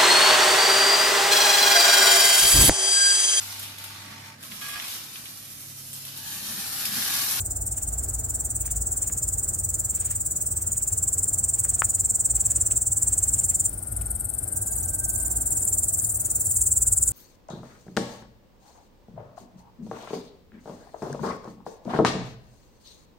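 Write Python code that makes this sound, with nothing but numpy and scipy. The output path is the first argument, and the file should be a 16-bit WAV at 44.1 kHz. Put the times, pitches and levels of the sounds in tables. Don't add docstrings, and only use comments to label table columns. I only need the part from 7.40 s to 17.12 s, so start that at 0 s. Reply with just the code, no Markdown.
import sys
import numpy as np
from scipy import signal
from scipy.fft import rfft, irfft, next_fast_len
from scipy.io import wavfile
from scipy.ndimage import map_coordinates

SR = 44100
rng = np.random.default_rng(int(sys.argv[2]) if len(sys.argv) > 2 else 0)


def to_wav(sig):
    pcm = np.clip(np.atleast_2d(sig), -1, 1) * 32767
    pcm = np.round(pcm).astype(np.int16)
    wavfile.write(sys.argv[1], SR, pcm.T)


N = 428631
TIME = np.arange(N) / SR

# start, end and peak of the first stroke, all in seconds.
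NEAR_SONG_TIMES = [(0, 6.28, .01), (7.145, 9.72, 7.171)]
LEFT_SONG_TIMES = [(5.6, 9.72, 5.599)]
# time in seconds, strokes per second.
NEAR_STROKE_RATE = [(0, 18.952), (1.57, 19.346), (3.14, 19.463), (4.71, 19.683), (6.28, 18.953),
                    (7.145, 18.727), (9.72, 19.456)]
LEFT_STROKE_RATE = [(5.6, 21.639), (9.72, 21.136)]
# time in seconds, echo against straight sound in dB.
LEAF_COVER = [(0, 9), (1.25, 8), (1.5, 0), (3.25, 3.5), (3.65, -5), (5, -9.5), (6.3, -8), (7.15, 7.5),
              (7.95, 2), (8.35, -3), (8.8, 15), (9.3, -11.5), (9.72, -10)]

# frequency in Hz, relative level in dB.
NEAR_WING_TONE = [(2500, -63.5), (4000, -44), (5200, -27), (6200, -17.5), (6800, -9), (7250, 2.5),
                  (7900, -2.5), (8500, -2), (9200, -8.5), (10200, -18.5), (11500, -24), (13200, -21),
                  (14500, -15), (15700, -12.5)]
LEFT_WING_TONE = [(3000, -44), (5000, -34.5), (6300, -45), (7200, -12.5), (7900, -5.5), (8450, 3),
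                  (8900, -0.5), (9600, -7.5), (10400, -5), (11300, -10), (12500, -11.5), (14000, -22),
                  (15300, -15), (16000, -49)]
WIND_TONE = [(20, -43), (32, -14), (44, -4.5), (49, -4), (56, 5), (63, 0.5), (72, -16), (120, -27),
             (300, -63.5)]
DRONE_TONE = [(45, -30), (56, -9.5), (69, -11.5), (88, 1), (101, -2), (114, -3.5), (130, -12.5),
              (180, -17.5), (300, -39.5), (600, -64.5)]
AIR_TONE = [(80, -37), (180, 1), (290, -2), (400, -0.5), (510, -3.5), (700, -3.5), (1000, -12),
            (1450, -8.5), (2000, -18), (2600, -24.5), (3500, -26.5), (8000, -15), (16000, -21)]
TYRE_TONE = [(300, -25), (520, -15), (650, 4.5), (820, 2), (1000, -14), (1500, -32), (3000, -64)]
ENGINE_TONE = [(110, -22), (180, -4), (300, -1), (450, -18.5), (900, -55)]
GRASS_TONE = [(400, -50), (1000, -5), (1600, -3), (2600, -5.5), (4000, -10), (8000, -5), (16000, -47)]
# frequency in Hz, boost or cut in dB.
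LEAF_SHADOW = [(5000, -9), (6800, -6), (7900, 1.5), (8700, -2), (9800, -3.5), (15000, -13)]
LEAF_BOUNCE = [(4200, -1.5), (5600, -2.5), (7000, 0), (12000, 0)]
LEAF_HISS = [(5000, 11), (8000, -14), (11000, 8), (15000, 7)]
OTHER_SIDE = [(4200, 4), (5400, -1.5), (7200, 0.3), (8500, -1), (10000, 4), (14000, 2.5)]

# peak time in seconds, length in seconds, rise in dB.
WIND_GUSTS = [(.5, 0.69, 7), (1.384, 0.81, 8), (5.1, 0.35, 5), (5.7, .3, 5), (6.7, 0.38, 6.5),
              (7.75, 0.74, 6), (9.494, .2, 7.5)]
# frequency in Hz, likeness (1 means the same).
AIR_LIKENESS = [(150, 0.88), (300, 0.82), (640, 0.062), (1400, 0.022), (6000, .1)]
# peak time and length in seconds, tyre level and engine level in dB.
PASSING_CARS = [(.5, 2.3, -56, -56.5), (4.65, 1.1, -55.5, -64), (6, 1.3, -58, -58.5),
                (7.802, 1.56, -53, -50.5)]
# pitch in Hz, level in dB.
MACHINE_HUMS = [(289.6, -65.5), (596, -68.5), (1572, -78.5)]
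# peak time in seconds, length in seconds, pitch in Hz, level in dB.
WHINE_SWELLS = [(6.625, 0.53, 1410, -60.5), (7.35, .65, 1566, -62), (7.793, 0.45, 1553, -56.5),
                (9.65, 0.49, 1419, -64)]
# peak time in seconds, length in seconds, level in dB.
GRASS_STEPS = [(.4, .17, -58), (1.284, 0.15, -54), (1.666, 0.11, -55.5), (2.653, 0.16, -50.5),
               (3.35, 0.44, -60), (4.35, 0.37, -56), (5.098, 0.32, -55), (6.015, 0.58, -59.5)]
# start in seconds, level in dB, ringing pitch in Hz,
# left over right in dB, splintering against the first crack in dB.
TWIG_SNAPS = [(1.278, -36, 1680, 8, -4), (1.699, -31.5, 1500, 7, -4), (2.71, -42, 1800, 5, 9),
              (4.25, -32, 1500, 5, 3), (4.4205, -6.5, 1370, 5.5, -13.5), (5.312, -30, 2640, -1, 1.5),
              (6.11, -42.5, 1901, 3, 9), (6.613, -40, 2600, 2, 3)]
# multiple of its ringing pitch, relative level in dB.
TWIG_TONE = [(.1, -36), (.3, -23), (.68, -12), (1, -4.5), (1.35, -11.5), (2.1, -22), (2.8, -35), (5, -46),
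             (10, -60)]


def amp(db):
    return 10 ** (np.asarray(db) / 20)


def unit(x):
    return x / np.sqrt(np.mean(x ** 2) + 1e-20)


def unit_energy(x):
    return x / np.linalg.norm(x, axis=-1, keepdims=True)


def along(points, hz):
    freqs, values = np.transpose(points)
    return np.interp(np.log(hz + 1e-6), np.log(freqs), values)


def curve(rows):
    return np.interp(TIME, *np.transpose(rows))


def swell(s, length):
    return np.exp(-2 * ((TIME - s) / length) ** 2)


def wobble(rate):
    return map_coordinates(rng.standard_normal(int(N * rate / SR) + 4), [TIME * rate])


def pan(balance_db):
    gains = amp(np.outer([.5, -.5], balance_db))
    return gains / np.sqrt(np.mean(gains ** 2, axis=0))


def filtered(x, response):
    size = next_fast_len(N + SR // 2)
    return irfft(rfft(x, size) * response(np.fft.rfftfreq(size, 1 / SR)), size)[..., :N]


def ring(tone, size=1024):
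    cepstrum = irfft(np.log(amp(along(tone, np.fft.rfftfreq(size, 1 / SR)))))
    cepstrum[1:size // 2] *= 2
    cepstrum[size // 2 + 1:] = 0
    return unit_energy(irfft(np.exp(rfft(cepstrum))))


def rush(tone, likeness):
    def response(hz):
        width = np.arccos(np.clip(along(likeness, hz), -1, 1)) / 2
        return amp(along(tone, hz)) * [np.cos(width), np.sin(width)]
    mid, side = filtered(rng.standard_normal((2, N)), response)
    return unit(np.array([mid + side, mid - side]))


def add(track, start, sound):
    track[:, start:start + sound.shape[1]] += sound[:, :N - start]


def wing_beat(song_times, pace):
    count = np.cumsum(curve(pace)) / SR
    strokes, singing = np.zeros(N), np.zeros(N)
    for start, end, first_peak in song_times:
        now = (TIME >= start) & (TIME < end)
        strokes[now] = count[now] - count[round(first_peak * SR)]
        singing[now] = 1
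    return strokes, singing


def wing_stroke(place, skim_teeth_per_s=950, bite_teeth_per_s=365, rise_db=68, fall_db=162):
    before_bite = np.maximum(-place - .07, 0)
    after_bite = np.maximum(place - .095, 0)
    level_db = np.maximum(-rise_db * before_bite - fall_db * after_bite, -45)
    skimming = np.minimum(before_bite / .07, 1)
    return bite_teeth_per_s + (skim_teeth_per_s - bite_teeth_per_s) * skimming, level_db


def tooth_clicks(song_times, pace, tooth_spread_db, stroke_spread_db=0, jitter_s=.0001):
    strokes, singing = wing_beat(song_times, pace)
    place = (strokes + .015 * wobble(20) + .5) % 1 - .5
    teeth_per_s, level_db = wing_stroke(place)
    teeth = np.flatnonzero(np.diff(np.floor(np.cumsum(teeth_per_s) / SR)))
    harder, later = rng.standard_normal((len(teeth), 2)).T
    force = amp((level_db + stroke_spread_db * wobble(25))[teeth] + tooth_spread_db * harder)
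    when = np.clip(teeth + jitter_s * SR * later, 0, N - 1).astype(int)
    return unit(np.bincount(when, force, N) * singing) * np.sqrt(singing.mean())


def straight_path(clicks, wing, lead_s):
    ears = lambda hz: np.exp(np.pi * 1j * lead_s * np.outer([1, -1], hz))
    song = filtered(clicks, lambda hz: amp(along(wing, hz) + along(LEAF_SHADOW, hz)) * ears(hz))
    return unit(song) * np.std(clicks)


def leaf_echoes(clicks, wing, fade_s, memory, size=2048):
    blocks = np.pad(clicks, (0, -N % size)).reshape(-1, size)
    span, t = 4 * size, np.arange(2 * size) / SR
    noise = rng.standard_normal((len(blocks), 2, len(t)))
    drift = signal.lfilter([1], [1, -memory], noise, axis=0)
    paths = drift * amp(-60 * t / fade_s) * (1 - np.exp(-10 * t / fade_s))
    response = rfft(paths, span) * rfft(ring(wing), span)
    response /= np.sqrt(np.mean(abs(response) ** 2, axis=-1, keepdims=True))
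    out = np.zeros((2, N))
    for k, echo in enumerate(irfft(response * rfft(blocks, span)[:, None], span)):
        add(out, k * size, echo)
    return out


def leaf_hiss(clicks, wing, fade_s=0.066):
    keep = np.exp(-1 / (fade_s * SR))
    power = signal.lfilter([1 - keep], [1, -keep], clicks ** 2)
    noise = rng.standard_normal((2, N))
    hiss = filtered(noise, lambda hz: amp(along(wing, hz) + along(LEAF_HISS, hz)))
    return np.sqrt(power) * unit(hiss)


def through_hedge(clicks, wing, cover_db, close_db, close_fade_s, hedge_fade_s, lead_s):
    close, far = amp(cover_db + close_db), amp(cover_db)
    echoes = close * leaf_echoes(clicks, wing, close_fade_s, memory=0.45)
    echoes += far * leaf_echoes(clicks, wing, hedge_fade_s, memory=0.9)
    echoes = filtered(echoes, lambda hz: amp(along(LEAF_BOUNCE, hz)))
    song = (straight_path(clicks, wing, lead_s) + echoes) / np.sqrt(1 + close ** 2 + far ** 2)
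    return song + amp(-18) * leaf_hiss(clicks, wing)


def near_cricket(approach_db_per_s=0.3863):
    cover_db = curve(LEAF_COVER)
    turned = swell(7.52, 1.0)
    level_db = -27 + approach_db_per_s * TIME - 0.24 * cover_db - 4.5 * turned
    clicks = tooth_clicks(NEAR_SONG_TIMES, NEAR_STROKE_RATE, tooth_spread_db=1.47)
    song = through_hedge(clicks, NEAR_WING_TONE, cover_db, close_db=4.0,
                         close_fade_s=0.0048, hedge_fade_s=0.07, lead_s=-0.000017)
    brighter = filtered(song, lambda hz: amp(along(OTHER_SIDE, hz)))
    song = np.where(TIME < NEAR_SONG_TIMES[-1][0], song, brighter)
    return amp(level_db) * pan(0.4 - 3.5 * turned) * song


def wind(calm_db=-43.5):
    gust_db = sum(rise_db * swell(s, length) for s, length, rise_db in WIND_GUSTS)
    return amp(calm_db + gust_db) * rush(WIND_TONE, [(30, 0.99), (150, 0.99)])


def far_drone(level_db=-39):
    return amp(level_db) * rush(DRONE_TONE, [(60, 1.0), (150, .98)])


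def open_air(level_db=-48):
    return amp(level_db + 1.2 * wobble(7.1)) * pan(1.0) * rush(AIR_TONE, AIR_LIKENESS)


def far_road(quiet_db=-61):
    passing_power = sum((amp(db) * swell(s, length)) ** 2 for s, length, db, _ in PASSING_CARS)
    tyres = np.sqrt(amp(quiet_db) ** 2 + passing_power) * rush(TYRE_TONE, [(500, 0.2), (1000, 0.15)])
    engine_gain = sum(amp(db) * swell(s, length) for s, length, _, db in PASSING_CARS)
    return pan(1.0) * (tyres + engine_gain * rush(ENGINE_TONE, AIR_LIKENESS))


def far_whine(waver_hz=12, flutter_db=3.0):
    drift = waver_hz * np.cumsum(wobble(50)) / SR
    tone = lambda hz: np.sqrt(2) * np.sin(2 * np.pi * (hz * TIME + drift))
    steady = sum(amp(db) * tone(hz) for hz, db in MACHINE_HUMS)
    swelling = sum(amp(db) * swell(s, length) * tone(hz) for s, length, hz, db in WHINE_SWELLS)
    return (steady + swelling) * amp(flutter_db * np.array([wobble(25), wobble(25)]))


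def footsteps(crunch_db=3.2, crackle_db=2.2):
    swish = sum(amp(db) * swell(s, length) for s, length, db in GRASS_STEPS)
    roughness = amp(crunch_db * wobble(50) + crackle_db * wobble(500))
    return swish * unit(roughness * rush(GRASS_TONE, [(1000, 0.78), (5000, 0.4)]))


def twigs(splinter_fade_s=0.09, size=4096):
    out = np.zeros((2, N))
    fade = amp(-60 * np.arange(size) / SR / splinter_fade_s)
    for s, db, hz, balance_db, splinter_db in TWIG_SNAPS:
        crack = ring([(multiple * hz, level) for multiple, level in TWIG_TONE])
        breaks = amp(splinter_db) * unit_energy(rng.standard_normal((2, size)) * fade)
        breaks[:, 0] += 1
        snap = signal.fftconvolve(breaks, crack[None] / abs(crack).max(), axes=1)
        add(out, round(s * SR), amp(db) * pan(balance_db) * snap)
    return out


def left_cricket(level_db=-30.5, rise_db=8.5, rise_s=1.22):
    faint = np.clip(1 - (TIME - LEFT_SONG_TIMES[0][0]) / rise_s, 0, 1)
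    clicks = tooth_clicks(LEFT_SONG_TIMES, LEFT_STROKE_RATE, tooth_spread_db=2.5, stroke_spread_db=-0.8)
    song = through_hedge(clicks, LEFT_WING_TONE, cover_db=-6, close_db=7.5,
                         close_fade_s=0.0071, hedge_fade_s=0.085, lead_s=0.000443)
    return amp(level_db - rise_db * faint) * pan(6.5) * song


def scene():
    crickets = near_cricket() + left_cricket()
    background = wind() + far_drone() + open_air() + far_road() + far_whine()
    return crickets + background + footsteps() + twigs()


def record(dry, top_hz=15900):
    return filtered(dry, lambda hz: hz < top_hz)


dry = scene()
out = record(dry)
to_wav(out)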